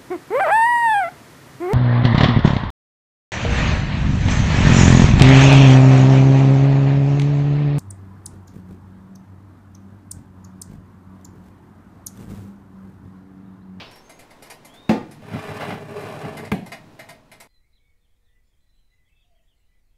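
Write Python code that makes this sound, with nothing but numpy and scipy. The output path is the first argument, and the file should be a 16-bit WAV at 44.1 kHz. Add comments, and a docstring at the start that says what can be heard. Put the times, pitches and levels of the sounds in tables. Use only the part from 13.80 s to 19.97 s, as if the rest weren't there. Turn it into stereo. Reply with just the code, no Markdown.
"""Pulling a baking tray out of the oven

Close by, an open oven drones and rushes softly. A metal tray knocks against its rails, scrapes along them
with a few bumps and drops onto the door, among small metal ticks. Each hit makes the thin metal ring.
Then the oven noise stops abruptly and the kitchen is quiet. Birds whistle and chirp faintly outside."""
import sys
import numpy as np
from scipy import signal
from scipy.fft import rfft, irfft, next_fast_len
from scipy.io import wavfile
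from scipy.ndimage import uniform_filter1d, map_coordinates

SR = 44100
rng = np.random.default_rng(int(sys.argv[2]) if len(sys.argv) > 2 else 0)


def waveform_to_disk(signal):
    """Save audio, clipped to [-1, 1], as 16-bit WAV at the path in sys.argv[1]."""
    frames = np.transpose(np.atleast_2d(signal))
    scaled = np.clip(frames, -1, 1) * 32767
    samples = np.round(scaled).astype(np.int16)
    wavfile.write(sys.argv[1], SR, samples)


N = 272097
SLIDE_START_S, LANDING_S = 1.39, 2.715  # the tray starts to move; it lands on the door
OVEN_STOP_S, TOP_HZ = 3.675, 15700


def amp(db):
    """Turn decibels into a number to multiply by."""
    return 10 ** (np.asarray(db) / 20)


def unit(x):
    """Scale x to an average strength (rms) of 1."""
    return x / np.sqrt(np.mean(x ** 2) + 1e-20)


def along(points, hz):
    """Read a curve of (frequency, value) points at hz, on a scale of octaves."""
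    f, v = np.transpose(points)
    return np.interp(np.log(hz + 1), np.log(f), v)


def seconds(size):
    """The time of each sample."""
    return np.arange(size) / SR


def ramp(start, length):
    """Rise from 0 to 1 over length seconds."""
    return np.clip((seconds(N) - start) / length, 0, 1)


def wobble(rate):
    """A smooth curve through rate random values a second."""
    return map_coordinates(rng.standard_normal(int(N * rate / SR) + 4), [seconds(N) * rate])


def filtered(x, response):
    """Turn each frequency of x up or down by response(hz)."""
    size = x.shape[-1]
    padded = next_fast_len(size + 8192)
    return irfft(rfft(x, padded) * response(np.fft.rfftfreq(padded, 1 / SR)), padded)[..., :size]


def dying(x, t60s):
    """Fade each frequency at its own speed; t60 is the time it takes to fall by 60 dB."""
    hz, t, bands = signal.stft(x, SR, nperseg=256)
    fade = amp(-60 * t / along(t60s, hz)[:, None])
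    return signal.istft(bands * fade, SR, nperseg=256)[1][..., :x.shape[-1]]


def add(track, s, sound):
    """Mix a sound into a track at s seconds."""
    start = max(round(s * SR), 0)
    part = sound[..., :N - start]
    track[:, start:start + part.shape[-1]] += part


# How alike a close sound is in both ears: f/Hz, likeness/0-1
EAR_LIKENESS = [(150, 0.96), (500, 0.95), (1000, 1), (2000, 0.97), (4000, 0.92), (8000, 0.82), (12000, .4)]


def noise(spectrum, size=N, ripple_db=0, diffuse=0):
    """Shaped stereo noise. Ripple adds the many resonances of thin metal; diffuse makes it wider."""
    peaks = np.tanh(rng.standard_normal(SR // 120))

    def colour(hz):
        ripple = ripple_db * np.interp(hz, np.linspace(0, SR / 2, len(peaks)), peaks)
        width = np.arccos(np.clip(along(EAR_LIKENESS, hz) * (1 - diffuse), -1, .998)) / 2
        return amp(along(spectrum, hz) + ripple) * [np.cos(width), np.sin(width)]

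    mid, side = filtered(rng.standard_normal((2, size)), colour)
    return unit(np.array([mid + side, mid - side]))


# The hush of the room: f/Hz, level/dB
ROOM_AIR = [(8.8, -25.5), (15, -3.5), (40, -8.5), (266, -30), (1430, -41), (2490, -38), (2790, -47.5),
            (8930, -45), (15500, -48)]


def kitchen(rumble_db, air_db):
    """A deep rumble, much the same in both ears, under faint air from all around."""
    rumble = noise([(15, 2.5), (45, -6.5), (110, -19), (250, -50), (1000, -120)], diffuse=.1)
    return amp(rumble_db) * rumble + amp(air_db) * noise(ROOM_AIR, diffuse=0.93)


def song(start, end, hz, pitch_spread, glide_spread, note_s, level_db, count):
    """One bird's loose run of notes near one pitch, as rows like WHISTLES; spreads are in octaves."""
    notes = zip(np.linspace(start, end, count), rng.standard_normal((count, 4)))
    return [(s + .025 * late, note_s, hz * 2 ** (pitch_spread * pitch), glide_spread * glide,
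             level_db + 2 * loud) for s, (late, pitch, glide, loud) in notes]


# The clearest bird notes: t/s, length/s, f/Hz, glide/octaves, level/dB
WHISTLES = [(0.0, 0.21, 5390, 0.16, -61), (0.208, 0.19, 6470, 0.083, -62), (0.88, 0.23, 3634, 0.27, -57.5),
            (3.69, 0.123, 4090, -.08, -74.5), (3.922, 0.67, 477, 0.00031, -88),
            (3.994, 0.16, 2240, -.02, -77.5), (4.466, .13, 1973, 0.073, -78.5),
            (4.8, 0.362, 4020, 0, -81.5), (5.1, 0.093, 2023, 0.053, -79), (5.303, 0.13, 2630, -0.053, -78),
            (5.441, .125, 690, -0.15, -74.5)]
# Quick falling chirps: t/s, starting f/Hz, level/dB
CHIRPS = [(3.928, 4410, -72.5), (4.209, 4000, -80), (4.439, 4300, -83), (5.249, 3675, -78.5),
          (5.397, 3800, -74.5), (5.546, 3620, -77.5), (5.675, 3800, -74.5)]
# How long the garden echoes: f/Hz, t60/s
GARDEN_FADE = [(500, .6), (5000, 0.16)]


def birds(echo_db, whistle_waver, chirp_waver, flutter_db, chirp_s, chirp_octaves):
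    """Gliding whistles and rough chirps arrive mostly as an echo from the garden."""
    out = np.zeros((2, N))
    drift, flutter = wobble(260), wobble(76)
    low = song(3.7, 5.9, 1950, pitch_spread=.05, glide_spread=.059, note_s=.12, level_db=-84.5, count=7)
    high = song(4.6, 5.8, 7160, pitch_spread=.1, glide_spread=.1, note_s=.07, level_db=-90, count=8)
    notes = [(*row, whistle_waver) for row in [*WHISTLES, *low, *high]]
    notes += [(s, chirp_s, hz * 2 ** (chirp_octaves / 2), chirp_octaves, db, chirp_waver)
              for s, hz, db in CHIRPS]
    for s, length, middle_hz, glide, db, waver in notes:
        progress = np.linspace(0, 1, int(length * SR))
        here = (int(s * SR) + np.arange(len(progress))) % N
        arch = (.015 + 1.4 * glide ** 2) * (2 * progress - 1) ** 2  # the pitch sags at both ends
        hz = middle_hz * 2 ** (glide * (progress - .5) - arch) * (1 + waver * drift[here])
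        swell = np.abs(np.sin(np.pi * progress)) ** 0.26 * amp(flutter_db * flutter[here])
        add(out, s, amp(db - 2) * unit(swell * np.sin(2 * np.pi * np.cumsum(hz) / SR)))
    tail = dying(rng.standard_normal((2, SR)), GARDEN_FADE)
    echo = signal.fftconvolve(out, tail / np.linalg.norm(tail[0]), axes=1)[:, :N]
    return out + amp(echo_db) * echo


# The blur of distant birdsong: f/Hz, level/dB
CHORUS = [(1500, -31), (1980, 1.5), (2500, -9), (3400, -2.5), (4300, -6), (5600, -18), (7000, -14.5),
          (8500, -36.5)]


def far_birds(level_db, patchy_db):
    """Far birds blur into a chorus: noise that swells in small patches of pitch and time."""
    bands = signal.stft(noise(CHORUS, diffuse=1), nperseg=512)[2]
    calls = uniform_filter1d(rng.standard_normal(bands.shape[1:]), size=4, axis=0)
    calls = unit(uniform_filter1d(calls, size=14, axis=1))
    chorus = signal.istft(bands * amp(patchy_db * calls), nperseg=512)[1][:, :N]
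    return amp(level_db) * unit(chorus)


# The low notes of the oven walls: f/Hz, width/Hz, level/dB
WALL_NOTES = [(100, 23, -1.5), (154, 35, 0.5), (194.4, 45, -0.5), (219, 26, 1.5), (288.8, 48, -5)]


def shaking_walls():
    """An uneven push makes the oven walls boom at their own notes."""
    def response(f):
        walls = sum((-1) ** k * amp(db) * 1j * f * width / (hz * hz - f * f + 1j * f * width)
                    for k, (hz, width, db) in enumerate(WALL_NOTES))
        return walls * abs(walls)

    return unit(filtered(rng.standard_normal(N), response))


# The soft rush of the oven: f/Hz, level/dB
OVEN_AIR = [(150, -20), (250, -4), (364, -6.5), (951, -10), (1040, -7.5), (1150, -14.5), (2660, -21),
            (3440, -24), (3940, -24), (11200, -36.5), (15000, -41)]


def oven(drone_db, boom_db, settle_db_per_s, air_db, still_s, still_drop_db):
    """A rush and a drone. The hollow oven booms from the first knock to the landing, then settles."""
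    since_landing = np.maximum(seconds(N) - LANDING_S, 0)
    boom = ramp(RAIL_HITS[0][0], .08) * amp(boom_db - settle_db_per_s * since_landing)
    hollow = np.hypot(amp(drone_db), boom) * shaking_walls()
    sinking = amp(-still_drop_db * ramp(still_s, .12))  # quieter once the tray lies still
    return sinking * (hollow + amp(air_db) * noise(OVEN_AIR, diffuse=0.75))


def opening_swish(level_db, t60):
    """A brief dry swish that fades at the start."""
    swish = noise([(800, 4.5), (2000, -2.5), (2700, 4), (3800, 0.5), (5000, -4), (8000, -32.5)])
    return swish * amp(level_db - 60 * np.minimum(seconds(N) / t60, 2))


def faint_ticks(start, end, level_db, count):
    """Weaker taps at loose intervals, as rows like TICKS."""
    step = (end - start) / count
    return [(start + (k + place) * step, level_db + 3 * (loud - .5), 0)
            for k, (place, loud) in enumerate(rng.random((count, 2)))]


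# Small metal ticks: t/s, level/dB, extra level of clank and ring/dB
TICKS = [(0.1126, -45, -1), (0.2967, -39.5, -2), (0.3928, -40.5, -0.5), (0.5065, -48, 3), (0.625, -37, -3),
         (0.7018, -33, -1.5), (0.85, -37, -5.5), (1.3129, -39.5, -5), (2.2069, -42.5, 2.5),
         (2.5712, -34.5, 2), (2.6494, -41, 4), (2.8626, -38.5, -2), (2.9203, -35, 6), (3.1935, -39, 4.5),
         (3.2897, -37, 1), (3.5181, -41.5, 1), (3.6032, -36.5, -4.5)]
# A tick's bright click: f/Hz, level/dB
CLICK = [(1500, -39.5), (2500, -17), (3900, -10.5), (6800, -6.5), (8000, -6), (11200, -4), (13400, -9.5),
         (15500, -32)]
# Its lower clank: f/Hz, level/dB
CLANK = [(250, -22), (720, 1), (1200, -10.5), (2100, -4.5), (3000, -16), (5000, -14), (8000, -43.5)]
# The notes it rings with: f/Hz, level/dB, t60/s
TICK_NOTES = [(626, -10.5, 0.64), (678, -6.5, 0.36), (1004, -10, .25), (1875, -8, 0.33), (2076, 0, 0.19),
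              (2485, -12, .28), (2926, -12, 0.22), (3970, -14.5, 0.23), (5050, -26, 0.13)]


def ticks(click_db, clank_db, ring_in_db, ring_out_db, click_t60, clank_t60, rise_s, chatter_db):
    """Light taps on thin metal click and clank, and ring more once the tray is out."""
    out, t = np.zeros((2, N)), seconds(SR // 3)
    unrest = amp(chatter_db * wobble(350))
    onset = 1 - np.exp(-t / rise_s)
    for s, level_db, body_db in [*TICKS, *faint_ticks(.1, 1.1, level_db=-45.5, count=3)]:
        click = noise(CLICK, len(t), ripple_db=9.5) * amp(click_db - 60 * t / click_t60)
        clank = noise(CLANK, len(t), ripple_db=8) * amp(clank_db - 60 * t / clank_t60)
        ring = sum(amp(db + rng.normal(0, 1.5) - 60 * t / t60)
                   * np.sin(2 * np.pi * (hz * t + rng.random())) for hz, db, t60 in TICK_NOTES)
        ring *= amp(np.interp(s, [1.5, 2.5], [ring_in_db, ring_out_db]))
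        chatter = unrest[int(s * SR):][:len(t)]
        tap = chatter * click + amp(body_db) * (chatter * clank + ring)
        add(out, s - .003, amp(level_db) * onset * tap)
    return out


def grating(spectrum, slips_per_s, spread_db, hiss):
    """Metal rubs on metal: tiny slips of random size each make the tray ring briefly."""
    slips = (rng.random(N) < slips_per_s / SR) * rng.standard_normal(N)
    slips *= amp(spread_db * rng.standard_normal(N))
    force = unit(slips) + hiss * rng.standard_normal(N)
    t = seconds(SR // 4)
    fade = amp(-60 * t / 0.032) + amp(-7 - 60 * t / 0.3)
    tray = noise([(100, 0.006), (15000, 0)], len(t)) * fade
    ringing = signal.fftconvolve(force[None], tray, axes=1)[:, :N]
    return unit(filtered(ringing, lambda hz: amp(along(spectrum, hz))))


# The tray catches on the rails: t/s, thud level/dB, rattle level/dB, width/s
BUMPS = [(1.557, -25, -34.5, 0.023), (1.71, -35.5, -36.5, 0.019), (1.824, -45, -28.5, 0.018),
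         (1.918, -30.5, -32, 0.036), (2.45, -29, -36, 0.015)]


def bumps():
    """Each catch shakes the oven walls and rattles the rim of the tray."""
    t, out, thud = seconds(N), np.zeros((2, N)), shaking_walls()
    rim = [(250, -11), (450, 1.5), (850, 0), (1200, -4.5), (2000, -6.5), (3200, -13.5),
           (8000, -36), (15000, -35)]  # f/Hz, level/dB
    rattle = grating(rim, slips_per_s=1100, spread_db=3.5, hiss=0.21)
    for s, thud_db, rattle_db, width in BUMPS:
        swell = np.exp(-.5 * ((t - s) / width) ** 2)
        for sound, db in ((thud, thud_db), (rattle, rattle_db)):
            out += amp(db) * unit(swell * sound) * np.sqrt(np.mean(swell ** 2))
    return out


# Two overlapping pulls, each speeding up and slowing down: t/s, length/s, top speed/0-1
PULLS = [(1.419, 0.73, 0.5), (1.969, 0.76, 0.96)]
# The tray's edge rubbing on the rails: f/Hz, level/dB
SCRAPE = [(190, -34.5), (330, -4), (363, -16), (419, 2), (516, -6), (635, -1.5), (688, -4), (903, -10),
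          (1320, -13.5), (1820, -13), (6130, -36), (12400, -39), (15000, -50)]


def slide(judder_db, scrape_db, grit_db, rasp_db, bright_in_db, bright_out_db, creep_speed):
    """The tray scrapes outwards with uneven grip: faster is louder, brighter and grittier."""
    moving = ramp(SLIDE_START_S, 0.037) * (1 - ramp(LANDING_S - .03, .03))
    speed = creep_speed + sum(top * np.abs(np.sin(np.pi * ramp(s, length))) for s, length, top in PULLS)
    edge = grating(SCRAPE, slips_per_s=600, spread_db=0, hiss=0.28) * amp(rasp_db * wobble(63))
    treble = filtered(edge, lambda hz: 1 - 1 / (1 + (hz / 1000) ** 4))
    off_rails = ramp(1.95 - .165 / 2, .165)  # duller as the sharp edge leaves the rails
    bright_db = bright_in_db + (bright_out_db - bright_in_db) * off_rails + 2.5 * (speed - 1)
    edge = edge - treble + treble * amp(bright_db)
    grit = grating(CLICK, slips_per_s=60, spread_db=3, hiss=0.1)
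    judder = amp(judder_db) * speed ** 0.44 * shaking_walls()
    scrape = speed ** 0.81 * (amp(scrape_db) * edge + amp(grit_db) * grit)
    return moving * (judder + scrape)


# How long struck sheet metal shimmers: f/Hz, t60/s
SHIMMER_FADE = [(100, .5), (500, 0.31), (1500, 0.4), (4000, 0.32), (12000, 0.29)]


def knock(hits, notes, shimmer, ring_db, shimmer_db, crack_db, crack_t60):
    """Quick hits make metal crack, shimmer and ring; a longer contact gives a duller ring."""
    out, t = np.zeros((2, N)), seconds(SR // 2)
    ring = sum(amp(db - 60 * t / t60) * np.sin(2 * np.pi * hz * t) for hz, db, t60 in notes)
    for s, db, contact_s in hits:
        sheet = dying(noise(shimmer, len(t), ripple_db=7), SHIMMER_FADE) * amp(shimmer_db)
        crack = noise([(200, -21), (600, -2), (2500, -1.5), (5500, -28.5), (14000, -27.5)], len(t))
        crack *= amp(crack_db - 60 * t / crack_t60)
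        force = np.exp(-t[:256] / (contact_s / np.pi))
        struck = signal.fftconvolve(ring, force / force.sum())[:len(t)]
        add(out, s, amp(db) * (sheet + crack - amp(ring_db) * struck))
    return out


# The tray hits the rails: t/s, level/dB, contact time/s
RAIL_HITS = [(1.0912, -28, .0005), (1.0938, -9.5, 0.00041), (1.0992, -21, 0.00027), (1.1065, -32.5, .0003),
             (1.1155, -23.5, 0.00036)]
# The notes each hit rings with: f/Hz, level/dB, t60/s
RAIL_NOTES = [(218, 0.5, 0.21), (320.5, -20, 0.62), (369, -19.5, 0.41), (485, -19, 0.58),
              (876.6, -13, 0.33), (1210, -19.5, 0.38), (1470, -33.5, 0.52), (1627, -30, 0.43),
              (1878, -22.5, 0.36), (2396, -34.5, 0.45), (2920, -33, 0.19), (3273, -37, 0.32),
              (3718, -32.5, 0.37), (4514, -43, 0.2)]
# The shimmer of notes too crowded to tell apart: f/Hz, level/dB
RAIL_SHIMMER = [(60, -41), (115, -18), (225, -9), (280, -9.5), (850, -18.5), (1020, -29.5), (2320, -34.5),
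                (4500, -41), (15000, -63)]


def rail_knock():
    """The tray clatters against its rails and rings over a short, low thump."""
    thump = (180.6, -2.5, 0.11)  # one more note
    return knock(RAIL_HITS, [*RAIL_NOTES, thump], RAIL_SHIMMER,
                 ring_db=-0.5, shimmer_db=-6.5, crack_db=-14, crack_t60=0.043)


# The tray hits the door: t/s, level/dB, contact time/s
DOOR_HITS = [(2.7171, -15, 0.00012), (2.7195, -10.5, 0.00045)]
# The notes each hit rings with: f/Hz, level/dB, t60/s
DOOR_NOTES = [(187, -0.5, 0.25), (423, -12, 0.14), (725.5, -23, 0.51), (1160, -34.5, 0.21),
              (1600, -15, 0.091), (1720, -26, .26), (2064, -11, 0.059), (2507, -29.5, .29),
              (2980, -30, 0.17), (3060, -33, 0.09), (4170, -28.5, 0.035)]
# The shimmer of the landing: f/Hz, level/dB
DOOR_SHIMMER = [(60, -28), (110, -15), (184, -5), (320, -14), (748, -13.5), (1290, -36.5), (1800, -27.5),
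                (4200, -35.5), (5800, -47), (12400, -44.5), (15000, -60.5)]


def door_landing():
    """The tray drops onto the open door with a sharp crack and a thump."""
    thump = (190, 3, 0.09)  # one more note
    return knock(DOOR_HITS, [*DOOR_NOTES, thump], DOOR_SHIMMER,
                 ring_db=-5, shimmer_db=-12.5, crack_db=-6.5, crack_t60=0.025)


def scene():
    """The tray and the oven sound until they stop abruptly, over the kitchen and the birds."""
    near = rail_knock() + door_landing()
    near += slide(judder_db=-40, scrape_db=-35, grit_db=-66, rasp_db=0.5,
                  bright_in_db=9, bright_out_db=2, creep_speed=0.12)
    near += bumps() + opening_swish(level_db=-35.5, t60=0.43)
    near += ticks(click_db=-7, clank_db=-3, ring_in_db=-10.5, ring_out_db=-5.5,
                  click_t60=0.17, clank_t60=0.23, rise_s=0.0028, chatter_db=-0.2)
    near += oven(drone_db=-57.5, boom_db=-44.5, settle_db_per_s=15.5, air_db=-50.5,
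                 still_s=3.3, still_drop_db=6)
    # cut the deepest bass from the close sounds
    near = signal.sosfilt(signal.butter(4, 72, "high", fs=SR, output="sos"), near)
    until_stop = np.clip((OVEN_STOP_S - seconds(N)) / 0.0018, 0, 1)
    outside = birds(echo_db=1.5, whistle_waver=0.0088, chirp_waver=0.033, flutter_db=2.5,
                    chirp_s=.06, chirp_octaves=-0.35)
    outside += far_birds(level_db=-79, patchy_db=7)
    return until_stop * near + kitchen(rumble_db=-61, air_db=-64.5) + outside


def record(dry):
    """Remove the very highest treble."""
    return filtered(dry, lambda hz: hz < TOP_HZ)


dry = scene()
out = record(dry)
waveform_to_disk(out)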